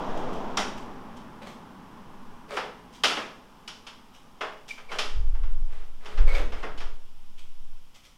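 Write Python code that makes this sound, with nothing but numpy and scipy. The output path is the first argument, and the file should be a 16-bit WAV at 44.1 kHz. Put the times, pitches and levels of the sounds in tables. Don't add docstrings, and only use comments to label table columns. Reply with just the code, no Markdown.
import sys
import numpy as np
from scipy import signal
from scipy.fft import rfft, irfft, next_fast_len
from scipy.io import wavfile
from scipy.ndimage import uniform_filter1d

SR = 44100
rng = np.random.default_rng(int(sys.argv[2]) if len(sys.argv) > 2 else 0)


def waveform_to_disk(signal):
    frames = np.transpose(np.atleast_2d(signal))
    scaled = np.clip(frames, -1, 1) * 32767
    samples = np.round(scaled).astype(np.int16)
    wavfile.write(sys.argv[1], SR, samples)


N = 360297
BAND_HZ = 1000 * 2 ** (np.arange(-11, 13) / 3)

# initial level in dB, fade in dB per second, wall loss in dB.
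VEHICLE_LAYERS = [(-39.5, 4.5, 2), (-33.5, 3, 17), (-41.5, 3, 5.5)]
# frequency in Hz, relative density in dB.
ENGINE_SPECTRUM = [(80, -4), (130, -3), (185, 3.5), (240, 7.5), (310, -4.5), (420, -6.5), (900, -51)]
ROAR_SPECTRUM = [(200, -3), (380, 1), (620, 0.5), (850, 0.5), (1150, -7), (2200, -26.5), (3200, -19.5),
                 (4200, -32.5), (5600, -29.5), (10000, -49.5), (15000, -56)]
TYRE_SPECTRUM = [(500, -60), (800, 5), (1050, 5.5), (1400, -2.5), (2000, -9.5), (3200, -17), (6000, -31.5),
                 (12000, -73)]
AIR_SPECTRUM = [(24, -28), (40, -9.5), (75, -2.5), (213, -5.5), (399, -16.5), (674, -20), (932, -21.5),
                (1430, -15.5), (1660, -22.5), (3170, -13), (4180, -22.5), (5360, -18), (6390, -24),
                (14600, -30), (15700, -34)]
BUFFET_SPECTRUM = [(24, 11.5), (45, -2.5), (62, -11), (85, -24.5), (125, -39.5), (250, -65), (600, -100)]
# time in seconds, relative sway in dB, relative buffeting in dB.
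GUSTS = [(0.0, -48, -50), (0.11, -25.5, -49.5), (1.77, -59, -66), (2.3, -38, -71), (2.61, -64, -63),
         (4.71, -48.5, -70.5), (5.09, -25, -65), (5.16, -15.5, -28), (5.44, -21, -27), (5.48, -13.5, -34),
         (6.1, -32, -60), (6.21, -9, -20.5), (6.67, -30, -44.5), (6.85, -20, -42), (7.12, -32.5, -69.5),
         (7.51, -27, -57), (7.74, -26, -79), (8.17, -73, -60.5)]
# start in seconds, length in seconds, level in dB.
SCUFFS = [(.168, .018, -48.5), (.328, 0.015, -46.5), (.772, 0.022, -48.5), (1.163, 0.02, -54),
          (1.42, 0.14, -58.5), (2.92, .06, -52), (4.13, .045, -55.5), (4.675, 0.044, -45),
          (7.372, .042, -54.5), (7.94, .04, -53.5), (8.03, 0.054, -56)]
SNAPS = [(.57, 0.011, -22)]
SCRAPES = [(1.412, 0.034, -46), (1.462, 0.03, -43.5), (2.478, 0.13, -40.5), (4.881, 0.1, -43.5),
           (5.662, 0.21, -57.5), (5.983, 0.24, -51), (6.264, 0.042, -41), (6.287, 0.13, -39.5),
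           (6.49, 0.22, -52.5)]
# frequency in Hz, relative density in dB.
SCUFF_SPECTRUM = [(150, -7), (600, -0.5), (1600, -2), (3200, 8.5), (4200, -2), (5600, 1), (9000, -9.5),
                  (15000, -21)]
SNAP_SPECTRUM = [(700, -11), (1170, 5), (1500, -14), (2600, -13), (3000, -2), (3450, -2), (4000, -12),
                 (5700, -7.5), (9000, -23), (15000, -40)]
SCRAPE_SPECTRUM = [(150, -34), (330, -1.5), (450, 9), (750, 5.5), (1500, 4.5), (2400, 2), (4200, -6),
                   (5500, -11.5), (9000, -18), (15000, -29.5)]
JUDDER_SPECTRUM = [(300, -29), (400, -3), (490, 2.5), (560, -3.5), (700, -33), (2000, -55)]
# frequency in Hz, T60 in seconds.
ROOM_T60_S = [(200, 0.72), (1000, 0.49), (3000, 0.46), (6000, 0.45), (12000, 0.46)]
# start in seconds, relative level in dB,
# hardness (0 rubber foot, about 1 bare metal), low thud in dB.
KNOCKS = [(0.571, -25, 0.49, -12), (2.566, -27, 0.32, -14), (3.035, -22.5, 0.93, -7.5),
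          (3.097, -33, 0.15, -26), (3.168, -32, 0.041, -11), (3.676, -47, 1.16, -3),
          (3.866, -48, 0.95, -21), (4.407, -27, 0.15, -18.5), (4.777, -45.5, 0.32, -21),
          (4.915, -34, 0.41, -8.5), (4.985, -32, 0.97, -15), (5.343, -49.5, 0.2, -12),
          (5.431, -49.5, 0.31, -2), (6.056, -44, 0.62, 0), (6.173, -37.5, 0.31, -15),
          (6.348, -46, 0.87, -3), (6.388, -40, 0.18, 6), (6.52, -39.5, 0.31, -11), (6.627, -32, 0, -5),
          (6.775, -51, 0.98, -11), (6.803, -42, 0.38, -16)]
# frequency in Hz, gain in dB.
SOFT_CONTACT = [(470, 0), (800, -4), (1400, -1), (2100, -3.5), (3000, -13), (5500, -19.5), (10000, -25.5)]
HARD_CONTACT = [(470, -5.5), (800, -4.5), (1400, 2.5), (2100, 2), (3000, 4), (5500, 3), (10000, -2.5)]
# frequency in Hz, relative density in dB.
FRAME_SPECTRUM = [(110, -6), (210, 7.5), (320, 6), (450, 2), (700, 6), (1250, 3.5), (1800, -0.5), (2400, 0),
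                  (3150, 4.5), (4000, -4.5), (5400, 0.5), (7000, -12.5), (10000, -14), (15000, -38)]
# frequency in Hz, relative level in dB, T60 in seconds.
LADDER_MODES = [(425, 3.5, .7), (462, 0, .35), (633, -.5, .55), (782, -3, .4), (841, .5, .55),
                (1206, 0, .38), (1282, -3, .4), (1350, -3, .4), (1402, -3, .4), (1472, -3, .35),
                (1587, -4, .4), (2069, -2, .38), (2353, -4, .18), (2490, -4, .18), (2666, -2, .38),
                (2709, -2, .38), (2864, -3, .35), (2975, -5, .35), (3049, -3, .42), (3578, -9, .33),
                (4200, -10, .3), (5351, -5, .26), (8750, -13, .2)]
# start in seconds, length in seconds, initial pitch in Hz, level in dB.
SQUEAKS = [(4.696, 0.0087, 2410, -40), (4.705, 0.015, 2390, -29), (4.781, 0.0079, 2300, -44),
           (4.888, 0.0184, 2340, -41), (6.27, 0.062, 2270, -36.5), (6.345, 0.021, 2334, -28)]


def from_db(db):
    return 10 ** (np.asarray(db) / 20)


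def unit_rms(x):
    return x / np.sqrt(np.mean(x ** 2) + 1e-20)


def decay(t, t60_s):
    return from_db(-60 * t / t60_s)


def at_hz(points, hz):
    known_hz, values = np.transpose(points)
    return np.interp(np.log(np.maximum(hz, 1)), np.log(known_hz), values)


def add(out, start_s, sound):
    start = max(round(start_s * SR), 0)
    out[start:start + len(sound)] += sound[:N - start]


def butter(x, hz, kind):
    return signal.sosfilt(signal.butter(2, hz, kind, fs=SR, output="sos"), x)


def shaped(x, spectrum):
    size = next_fast_len(len(x))
    hz = np.arange(size // 2 + 1) * SR / size
    gain = from_db(at_hz(spectrum, hz)) * np.minimum(hz / spectrum[0][0], 1) ** 2
    return unit_rms(irfft(rfft(x, size) * gain, size)[:len(x)])


def noise_bands(size):
    edge, settle = 2 ** (1 / 6), 4096
    bands = [butter(rng.standard_normal(size + settle), [hz / edge, hz * edge], "band") for hz in BAND_HZ]
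    return np.array(bands)[:, settle:] * np.sqrt(SR / 2000)


def vehicle(hidden_s, hiding_s):
    out, t = np.zeros(N), np.arange(N) / SR
    hidden = (1 + np.tanh((t - hidden_s) / hiding_s)) / 2
    spectra = ENGINE_SPECTRUM, ROAR_SPECTRUM, TYRE_SPECTRUM
    for (db, fade_db_per_s, wall_db), spectrum in zip(VEHICLE_LAYERS, spectra):
        gain = from_db(db - fade_db_per_s * t - wall_db * hidden)
        out += gain * shaped(rng.standard_normal(N), spectrum)
    return out


def air(level_db):
    return from_db(level_db) * shaped(rng.standard_normal(N), AIR_SPECTRUM)


def eddies(rate_hz, unrest):
    size_drift = unit_rms(butter(rng.standard_normal(N + SR), 16.8, "low")[SR:])
    phase = 2 * np.pi * np.cumsum(rate_hz * np.exp(unrest * size_drift)) / SR
    return unit_rms(np.sin(phase))


def wind(sway_gain_db, buffet_gain_db, calm_hz, gust_hz):
    times_s, *curves_db = np.transpose(GUSTS)
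    sway_db, buffet_db = [np.interp(np.arange(N) / SR, times_s, db) for db in curves_db]
    eddy_hz = np.interp(sway_db, [-24.5, -15.5], [calm_hz, gust_hz])
    turbulence = shaped(rng.standard_normal(N), BUFFET_SPECTRUM)
    turbulence /= np.sqrt(uniform_filter1d(turbulence ** 2, size=3000) + 1e-6)
    sway = from_db(sway_db + sway_gain_db) * eddies(eddy_hz, unrest=0.2466)
    return sway + from_db(buffet_db + buffet_gain_db) * turbulence


def stroke(length_s):
    return np.sin(np.linspace(0, np.pi, max(round(length_s * SR), 8)))


def friction(strokes, spectrum, grit_db):
    pressure = np.zeros(N)
    for start_s, length_s, db in strokes:
        add(pressure, start_s, from_db(db) * stroke(length_s))
    slips = rng.standard_normal(N)
    grit = np.repeat(rng.standard_normal(N // 64 + 1), 64)[:N]
    return pressure * shaped(slips * from_db(grit_db * grit), spectrum)


def scuffs():
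    return friction(SCUFFS, SCUFF_SPECTRUM, grit_db=3.0)


def room_decay(t, first_echo_s):
    return decay(t, at_hz(ROOM_T60_S, BAND_HZ)[:, None]) * np.clip(t / first_echo_s - 1, 0, 1)


def garage(x, wet_db):
    t = np.arange(SR) / SR
    tail = np.sum(noise_bands(len(t)) * room_decay(t, first_echo_s=0.004), axis=0)
    return x + from_db(wet_db) * signal.fftconvolve(x, tail / np.linalg.norm(tail))[:N]


def brace_snap():
    return friction(SNAPS, SNAP_SPECTRUM, grit_db=3.5)


def contact_colour(hardness, thud_db):
    blend = [(hz, db + hardness * (at_hz(HARD_CONTACT, hz) - db)) for hz, db in SOFT_CONTACT]
    return [(230, thud_db)] + blend


def stray_modes(t, colour, t60_s, count):
    hz = rng.uniform(np.sqrt(350), np.sqrt(7000), count) ** 2
    gains = from_db(at_hz(colour, hz) + at_hz(FRAME_SPECTRUM, hz)) * rng.choice([-1, 1], count)
    return gains @ np.sin(2 * np.pi * hz[:, None] * t) * decay(t, t60_s)


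def knocks(clatter_db, rail_db, stray_db, room_db, soft_rise_s, hard_rise_s):
    out, t = np.zeros(N), np.arange(SR * 11 // 20) / SR
    bands = noise_bands(N + len(t))
    mode_hz, mode_db, mode_t60_s = np.transpose(LADDER_MODES)
    lag_s = 0.012 * 200 / BAND_HZ[:, None]
    build = 1 - np.exp(-t / lag_s)
    rails = decay(t, mode_t60_s[:, None]) * np.exp(2j * np.pi * mode_hz[:, None] * t)
    tail = from_db(room_db) * room_decay(t, first_echo_s=0.002)
    for start_s, db, hardness, thud_db in KNOCKS:
        colour = contact_colour(hardness, thud_db)
        rivet_chatter_db = np.interp(t, t[::128], rng.normal(0, 0.5, len(t[::128])))
        rattle = unit_rms(from_db(rivet_chatter_db)) * decay(t, t60_s=0.085)
        envelope = np.hypot(rattle, tail) * build
        band_gains = from_db(clatter_db + at_hz(colour, BAND_HZ) + at_hz(FRAME_SPECTRUM, BAND_HZ))
        start = round(start_s * SR)
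        clatter = band_gains @ (bands[:, start:start + len(t)] * envelope)
        scatter_db = rng.normal(0, 2.3, len(mode_hz))
        mode_gains = from_db(rail_db + mode_db + at_hz(colour, mode_hz) + scatter_db)
        phasors = np.exp(2j * np.pi * rng.random(len(mode_hz)))
        ring = np.imag(mode_gains * phasors @ rails)
        ring += from_db(stray_db) * stray_modes(t, colour, t60_s=0.49, count=14)
        rise_s = soft_rise_s * (hard_rise_s / soft_rise_s) ** hardness
        attack = 1 - np.exp(-t / rise_s)
        add(out, start_s, from_db(db) * attack * (clatter + ring))
    return out


def scrapes(ring_db, judder_match_db, judder_db_per_db):
    t = np.arange(SR // 2) / SR
    slips = friction(SCRAPES, SCRAPE_SPECTRUM, grit_db=3.5)
    rails = sum(from_db(db) * decay(t, t60_s) * np.sin(2 * np.pi * hz * t)
                for hz, db, t60_s in LADDER_MODES)
    ring = from_db(ring_db) * signal.fftconvolve(slips, rails / np.linalg.norm(rails))[:N]
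    judders = [(start_s, length_s, judder_match_db + judder_db_per_db * (db - judder_match_db))
               for start_s, length_s, db in SCRAPES]
    return slips + ring + friction(judders, JUDDER_SPECTRUM, grit_db=-2.0)


def squeaks(sag_hz, wobble_hz, overtone_db):
    out = np.zeros(N)
    for start_s, length_s, hz, db in SQUEAKS:
        swell = stroke(length_s)
        wobble = unit_rms(uniform_filter1d(rng.standard_normal(len(swell)), size=60))
        pitch_hz = np.linspace(hz, hz - sag_hz, len(swell)) + wobble_hz * wobble
        phase = 2 * np.pi * np.cumsum(pitch_hz) / SR
        tone = np.sin(phase) + from_db(overtone_db) * np.sin(2 * phase)
        add(out, start_s, from_db(db) * swell * tone)
    return out


def scene():
    blows = knocks(clatter_db=-1.05, rail_db=-13, stray_db=-15.5, room_db=-7.5,
                   soft_rise_s=0.006, hard_rise_s=0.0023)
    hinge = garage(squeaks(sag_hz=90, wobble_hz=68.3, overtone_db=-19.5), wet_db=-7.5)
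    rubbing = brace_snap() + scrapes(ring_db=-22.5, judder_match_db=-39, judder_db_per_db=2.85) + scuffs()
    outdoors = air(level_db=-62) + vehicle(hidden_s=0.8, hiding_s=0.38)
    gusts = wind(sway_gain_db=-0.5, buffet_gain_db=5.5, calm_hz=6.8, gust_hz=13)
    return (blows + hinge + garage(rubbing, wet_db=-1) + outdoors + gusts)[None]


def record(dry):
    return signal.sosfilt(signal.ellip(10, .1, 80, 15800, fs=SR, output="sos"), dry)


dry = scene()
out = record(dry)
waveform_to_disk(out)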